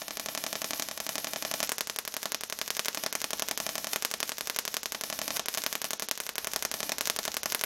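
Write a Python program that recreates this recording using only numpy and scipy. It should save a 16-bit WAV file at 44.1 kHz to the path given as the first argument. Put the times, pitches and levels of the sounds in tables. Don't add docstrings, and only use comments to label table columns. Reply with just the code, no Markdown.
import sys
import numpy as np
from scipy import signal
from scipy.fft import rfft, irfft
from scipy.io import wavfile
from scipy.ndimage import uniform_filter1d, minimum_filter1d

SR = 44100
rng = np.random.default_rng(int(sys.argv[2]) if len(sys.argv) > 2 else 0)


def magnitude_from_level(level_db):
    exponent = np.asarray(level_db, float) / 20
    return 10 ** exponent


def unload_audio(sound):
    columns = np.transpose(np.atleast_2d(sound))
    steps = np.round(np.clip(columns, -1, 1) * 32767)
    wavfile.write(sys.argv[1], SR, steps.astype(np.int16))


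N = 337365
ARC_NEARER_MS = 0.13


def unit(x):
    return x / np.sqrt(np.mean(x ** 2) + 1e-20)


def along(points, hz):
    f, v = np.transpose(points)
    return np.interp(np.log(hz + 1), np.log(f + 1), v)


def conv(x, h):
    return signal.fftconvolve(x, h)[:len(x)]


def spikes(times_s, size, count=N):
    at = np.asarray(times_s) * SR
    k = np.floor(at)[:, None] + np.arange(-7, 9)
    d = k - at[:, None]
    w = np.asarray(size)[:, None] * np.sinc(d) * np.cos(np.pi * d / 16) ** 2
    index = np.clip(k, 0, count).astype(int)
    return np.bincount(index.ravel(), w.ravel(), count + 1)[:count]


def causal(points, size=4096):
    log_gain = np.log(magnitude_from_level(along(points, np.fft.rfftfreq(size, 1 / SR))))
    c = irfft(log_gain, size)
    c[1:size // 2] *= 2
    c[size // 2 + 1:] = 0
    return irfft(np.exp(rfft(c)), size)


def noise(points):
    return unit(conv(rng.standard_normal(N), causal(points)))


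def background():
    # [pitch_hz, level_db per Hz]
    air = [(20, -17), (60, -4), (200, -18), (800, -5.5), (3000, -41), (15500, -43), (16500, -54)]
    # [time_s, level_db]
    rumble = [(0, 4.5), (1.6, 7), (1.9, 3), (2.8, 2), (3.4, 7), (4.4, 2), (5.3, 7), (6.3, 1), (6.5, 12),
              (6.8, 8), (7.65, 8)]
    level_db = -66.0 + np.interp(np.arange(N) / SR, *np.transpose(rumble))
    return magnitude_from_level(level_db) * noise(air)


def tail(decays, colour, start_ms, size, order=128):
    hz, t, z = signal.stft(rng.standard_normal(size), SR, nperseg=order)
    level_db = along(colour, hz)[:, None] - 60 * t / along(decays, hz)[:, None]
    h = signal.istft(z * magnitude_from_level(level_db), SR, nperseg=order)[1]
    h = h * np.clip(np.arange(len(h)) / SR * 1000 / start_ms - 1, 0, 1)
    return h / np.linalg.norm(h)


def diffuse(x, near_db, far_db, modes_db, count=8):
    # [pitch_hz, t60_s]
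    clutter = [(200, 0.01), (2000, 0.031), (12000, 0.041)]
    # [pitch_hz, level_db]
    scatter = [(300, 9), (1000, -1), (3000, 2.5), (8000, -1.5), (16000, 2.5)]
    # [pitch_hz, t60_s]
    basement = [(150, 0.95), (700, 0.059), (3000, 0.35), (12000, 0.46)]
    # [pitch_hz, level_db]
    walls = [(100, -16.5), (200, -4.5), (330, -12), (650, 6), (2000, -4.5), (6500, -6), (8000, -8.5),
             (16000, -10.5)]
    # [pitch_hz, level_db, t60_s]
    room_modes = [
        (172.3, -50.5, 0.35),
        (208.5, -38.5, 0.079),
    ]
    spot = np.repeat(rng.integers(0, count, N // 1300 + 1), 1300)[:N]
    far = magnitude_from_level(far_db) * tail(basement, walls, start_ms=5.9, size=SR // 2, order=512)
    t = np.arange(len(far)) / SR
    for hz, db, t60 in room_modes:
        far = far + magnitude_from_level(modes_db + db - 60 * t / t60) * np.sin(2 * np.pi * hz * t)
    near = [tail(clutter, scatter, start_ms=1.1, size=SR // 8) for _ in range(count)]
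    scattered = sum(conv(x * (spot == k), h) for k, h in enumerate(near))
    return conv(x, far) + magnitude_from_level(near_db) * scattered


def surfaces(echoes, edges, lift_db=0):
    ms, db = np.transpose(echoes)
    h = spikes(ms / 1000, magnitude_from_level(db + lift_db), count=512)
    blur = signal.windows.gaussian(41, 5)
    ms, gain = np.transpose(edges)
    h += magnitude_from_level(1.5) * np.convolve(spikes(ms / 1000, gain, count=512), blur / blur.sum(), "same")
    h[0] += 1
    return h


def floor_dip(x, hz, sharp, depth):
    return x - depth * signal.lfilter(*signal.iirpeak(hz, sharp, SR), x)


def burns():
    # [cycle number, start_s]
    clock = [(0, .01846), (6, .55469), (13, 1.18136), (18, 1.62938), (19, 1.71912), (25, 2.25658),
             (26, 2.34608), (31, 2.79417), (34, 3.06312), (40, 3.60179), (43, 3.87027), (54, 4.85805),
             (56, 5.0373), (59, 5.30558), (64, 5.75362), (75, 6.74077), (77, 6.91973), (85, 7.63816)]
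    # [time_s, level_db]
    corona = [(0, -12), (.38, -8), (.55, -8), (.76, -7), (.86, -13), (1.1, -7.5), (1.3, -9), (1.63, -5),
              (2.9, -8), (3.5, -5.5), (3.62, -7.5), (3.87, -9.5), (3.96, -6), (5, -9.5), (5.33, -6.5),
              (6, -9), (6.72, -8.5), (6.92, -6)]
    # [start_s, wait_ms, strike_db, switch_off_db,
    # late_sizzle_db]
    arc_burns = [(1.63, 9.2, -10.5, -6.5, -54), (1.72, 0.059, -2, -9, -56),
                 (1.81, 0.07, -5.5, -13, -67.5), (1.9, 0.069, -9.5, -11.5, -49),
                 (1.99, 0.038, -5.5, -15, -71), (2.08, 0.063, -10.5, -11.5, -49),
                 (2.17, 0.072, -8, -10.5, -49), (2.26, 0.38, -13, -8, -50), (2.35, 0.12, -12, -13.5, -79),
                 (2.44, 0.069, -10, -12.5, -51.5), (2.53, 0.083, -9, -12.5, -48),
                 (2.61, 0.079, -6.5, -11.5, -48), (2.7, 0.084, -6.5, -9.5, -48),
                 (2.79, 0.17, -7, -8, -46), (2.88, 0.056, -2.5, -9.4, -54), (3.06, 0.32, -6.5, -9, -56),
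                 (3.15, 0.26, -9, -9.5, -50), (3.24, 0.16, -13.5, -10, -49), (3.33, 0.43, -13, -8, -43),
                 (3.42, 0.45, -9, -8, -50), (3.51, 0.7, -12, -7.5, -51.5),
                 (3.87, 62.29, -10, -7, -40), (3.96, 0.2, -8.5, -9, -52), (4.05, 0.068, -3, -10, -53),
                    (4.14, 0.16, -19, -8, -51), (4.23, 0.17, -9, -8.5, -44.5), (4.32, 0.072, -10, -12, -54),
                    (4.41, 0.078, -8.5, -10, -46), (4.5, 0.041, -4, -8.5, -50), (4.59, 0.065, -4, -10, -63),
                    (4.68, 0.1, -11, -7.5, -45), (4.77, 0.11, -9, -12.5, -68),
                    (4.86, 0.095, -10, -9.5, -52), (4.95, 2.8, -14, -10, -49),
                 (5.31, 59, -12.5, -7.5, -36), (5.4, 0.44, -13, -12, -73), (5.48, 0.062, -5.5, -9.5, -40),
                   (5.57, 8.3, -10, -9, -48), (5.66, 0.1, -3.5, -8, -44), (5.75, 0.2, -12, -9.5, -53),
                   (5.84, 9.4, -14, -8, -53), (5.93, .41, -16, -10.5, -71), (6.02, 7.17, -14.5, -11, -79),
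                   (6.11, 0.12, -6.5, -14, -62), (6.2, 0.056, -6.5, -13, -45),
                   (6.29, 0.046, -7.5, -13, -60), (6.38, 0.05, -4.5, -10.5, -45),
                   (6.47, 0.24, -13, -8.5, -47), (6.56, .32, -7, -7.5, -48), (6.65, 0.28, -8, -8.5, -72),
                 (6.92, 0.62, -9, -9, -52),
        (7.01, 0.077, -4.5, -6, -41),
        (7.1, 0.15, -6.5, -9.4, -48),
        (7.19, .36, -14.5, -7.5, -46),
        (7.28, 0.39, -16, -10.5, -50),
        (7.37, 0.072, -6, -9.5, -60),
        (7.46, 0.285, -12.5, -6.5, -39),
        (7.55, 0.028, -1, -8.5, -50),
        (7.64, 0.047, -1.5, -3, -55),
    ]
    rest_ms = 25.71
    stunt_db, grow_ms = 29, 0.051
    quench_base_db, quench_follows = -12, 0.5
    stop_db = 0
    corona_hiss_db, hiss_sag_db = -34.5, -1
    arc_hiss_base_db, arc_hiss_follows = -55.5, 0.55

    cycle, start_s = np.transpose(clock)
    on = np.interp(np.arange(cycle[-1] + 1), cycle, start_s)
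    full_db = np.interp(on, *np.transpose(corona))
    wait, arc_db = np.full(len(on), np.inf), np.zeros(len(on))
    off_db = full_db + stop_db
    late_db = full_db + corona_hiss_db + hiss_sag_db
    rows = np.array(arc_burns)
    struck = np.abs(on[:, None] - rows[:, 0]).argmin(0)
    wait[struck], arc_db[struck], off_db[struck], late_db[struck] = rows.T[1:]

    young = np.exp(-np.abs(wait) / grow_ms)
    corona_db = full_db - stunt_db * young
    quench_db = quench_base_db + quench_follows * arc_db
    arc_hiss_db = arc_hiss_base_db + arc_hiss_follows * (late_db - arc_hiss_base_db)
    early_db = np.where(wait > 5, full_db + corona_hiss_db, arc_hiss_db)
    off = on[1:] - (rest_ms + ARC_NEARER_MS * np.isfinite(wait[:-1])) / 1000
    return on, off, wait, corona_db, arc_db, quench_db, off_db[:-1], early_db[:-1], late_db[:-1]


def hiss():
    # [pitch_hz, level_db per Hz]
    sizzle_colour = [(100, 6.5), (500, -5), (1500, -2.5), (4000, 2.5), (8000, 2), (13000, 10.5),
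                     (16000, 7.5)]
    on, off, *_, early_db, late_db = burns()
    on = on[:len(off)]
    knots = np.c_[on, on + .0005, on + .024, off - .012, off, off + .0005].ravel()
    mute = np.full(len(on), -90.)
    knot_db = np.c_[mute, early_db, early_db, late_db, late_db, mute].ravel()
    level_db = np.interp(np.arange(N) / SR, knots, knot_db)
    level_db[:int(on[0] * SR)] = -42.5
    sparks = magnitude_from_level(4 * unit(uniform_filter1d(rng.standard_normal(N), size=24)))
    return magnitude_from_level(level_db) * unit(sparks * noise(sizzle_colour))


def corona_clicks():
    on, off, wait, corona_db, _, quench_db, off_db, _, _ = burns()
    lit = np.isfinite(wait)
    bare = ~lit[:len(off)]
    grow = rng.uniform(0, .000022, len(on)) * np.clip(wait / .4, 0, 1)
    start = spikes(np.r_[on - grow, on + grow], np.tile(magnitude_from_level(corona_db - 6), 2))
    quenched = (on + wait / 1000)[lit]
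    stop = -spikes(np.r_[quenched, off[bare]], magnitude_from_level(np.r_[quench_db[lit], off_db[bare]]))
    return start, stop


def arc_clicks():
    # [time_s,
    # peak_db, sign of the first swing]
    crackle = [(1.674, -19, -1), (2.123, -24, -1), (2.219, -24.6, -1), (2.6611, -23, -1), (2.7505, -18, 1),
               (2.848, -15, 1), (2.93, -23, -1), (3.032, -30, 1), (3.204, -19, 1), (3.3843, -23, 1),
               (3.4798, -21, -1), (4.1045, -25.3, -1), (4.2782, -22, 1), (4.3714, -24, -1),
               (4.4577, -24, -1), (4.5467, -21, -1), (4.7295, -28, 1), (5.541, -13, 1), (5.6198, -16, 1),
               (6.1545, -23, 1), (6.2367, -25, 1), (0.8228, -12.5, 1), (6.5167, -21, 1), (6.5925, -21, -1),
               (7.056, -11.5, 1), (7.2313, -19, 1), (7.2403, -19, -1), (7.318, -17, 1), (7.501, -17, 1),
               (7.5938, -17, 1)]
    fork_spread_ms, fork_share = 0.13, 0.5
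    on, off, wait, _, arc_db, _, off_db, _, _ = burns()
    lit = np.isfinite(wait)
    arc_dies = lit[:len(off)]
    strike = (on + wait / 1000 - ARC_NEARER_MS / 1000)[lit]
    fork_ms = rng.uniform(-fork_spread_ms, fork_spread_ms, len(strike))
    fork = rng.uniform(0, fork_share, len(strike))
    strike_gain = magnitude_from_level(arc_db[lit])
    snap_s, db, sign = np.transpose(crackle)
    first = magnitude_from_level(db - 1.5 * (sign > 0) - 1)
    second = magnitude_from_level(db - 2.5 * (sign < 0) - 1)
    times = np.r_[strike, strike + fork_ms / 1000, off[arc_dies], snap_s, snap_s + .00009]
    sizes = np.r_[strike_gain * (1 - fork), strike_gain * fork, -magnitude_from_level(off_db[arc_dies]),
                  sign * first, -sign * second]
    return spikes(times, sizes)


def scene():
    # [delay_ms, level_db]
    top_echoes = [(1.65, -9.5), (4.57, -15), (6.85, -20), (8.1, -23)]
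    arc_echoes = [(1.93, -16), (4.74, -17), (4.88, -18), (5.3, -19), (6.69, -20), (7.17, -19)]
    # [delay_ms, signed gain]
    top_edges = [(2.3, -.3), (2.9, .1), (3.4, .27), (3.9, -.33), (4.5, .17), (5.3, -.15)]
    arc_edges = [(2.25, -.17), (3.5, .13), (4.3, .1), (5.6, -.25), (6.3, -.08), (7.8, .1)]
    sizzle = hiss()
    start, stop = corona_clicks()
    arc = conv(arc_clicks(), [1.3, -.3])
    top = conv(start, surfaces(top_echoes, top_edges, lift_db=4))
    top += conv(stop + sizzle, surfaces(top_echoes, top_edges))
    top += diffuse(start + stop + magnitude_from_level(-4) * sizzle, near_db=-6.0, far_db=-11, modes_db=-2.5)
    wire = conv(arc, surfaces(arc_echoes, arc_edges))
    wire += diffuse(arc, near_db=-6.5, far_db=-12.5, modes_db=-8.5)
    top = floor_dip(top, hz=353, sharp=13.5, depth=0.9)
    wire = floor_dip(wire, hz=315, sharp=1.29, depth=0.71)
    return (top + wire)[None]


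def thinned(x, floor_db, mask_db, from_hz):
    hz, _, z = signal.stft(x, SR, nperseg=256)
    hz, z_low = hz[:128, None], z[:128]
    power = np.abs(z_low.reshape(16, 8, -1) ** 2).sum(1)
    loudest = -minimum_filter1d(-power, size=7, axis=1, origin=-2)
    luck = magnitude_from_level(7 * unit(uniform_filter1d(rng.standard_normal(power.shape), size=5, axis=1)))
    luck[:round(from_hz / hz[8, 0])] *= magnitude_from_level(-22)
    threshold = luck * np.maximum(magnitude_from_level(2 * floor_db), magnitude_from_level(2 * mask_db) * loudest)
    keep = uniform_filter1d(power, size=2, axis=1) > threshold
    keep = np.repeat(keep, 8, axis=0)
    keep &= (hz < 15900) | (power[8] > magnitude_from_level(2 * (floor_db + 32)))
    gain = np.where(keep, 1, .05 * (hz < 16000)) * (hz < 16900)
    return signal.istft(np.r_[z_low * gain, 0 * z[128:]], SR, nperseg=256)[1][:N]


def band_limit(x):
    return signal.sosfilt(signal.butter(12, 16990, fs=SR, output="sos"), x)


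def record(dry):
    # [pitch_hz, level_db]
    mic_colour = [(20, -26), (100, -17.5), (300, 4), (800, 0), (3200, -1.5), (4200, -2.5), (6200, 1.5),
                  (7000, -2), (8000, -6.5), (10000, -7), (12200, -4), (14000, -13), (15800, -16),
                  (16900, -23)]
    mic = causal(mic_colour)
    lag = np.argmax(mic)
    heard = np.roll(conv(dry[0], mic / mic[lag]), -lag) + background()
    heard = thinned(heard, floor_db=-71, mask_db=-18.5, from_hz=6800)
    return band_limit(heard[None])


dry = scene()
out = record(dry)
unload_audio(out)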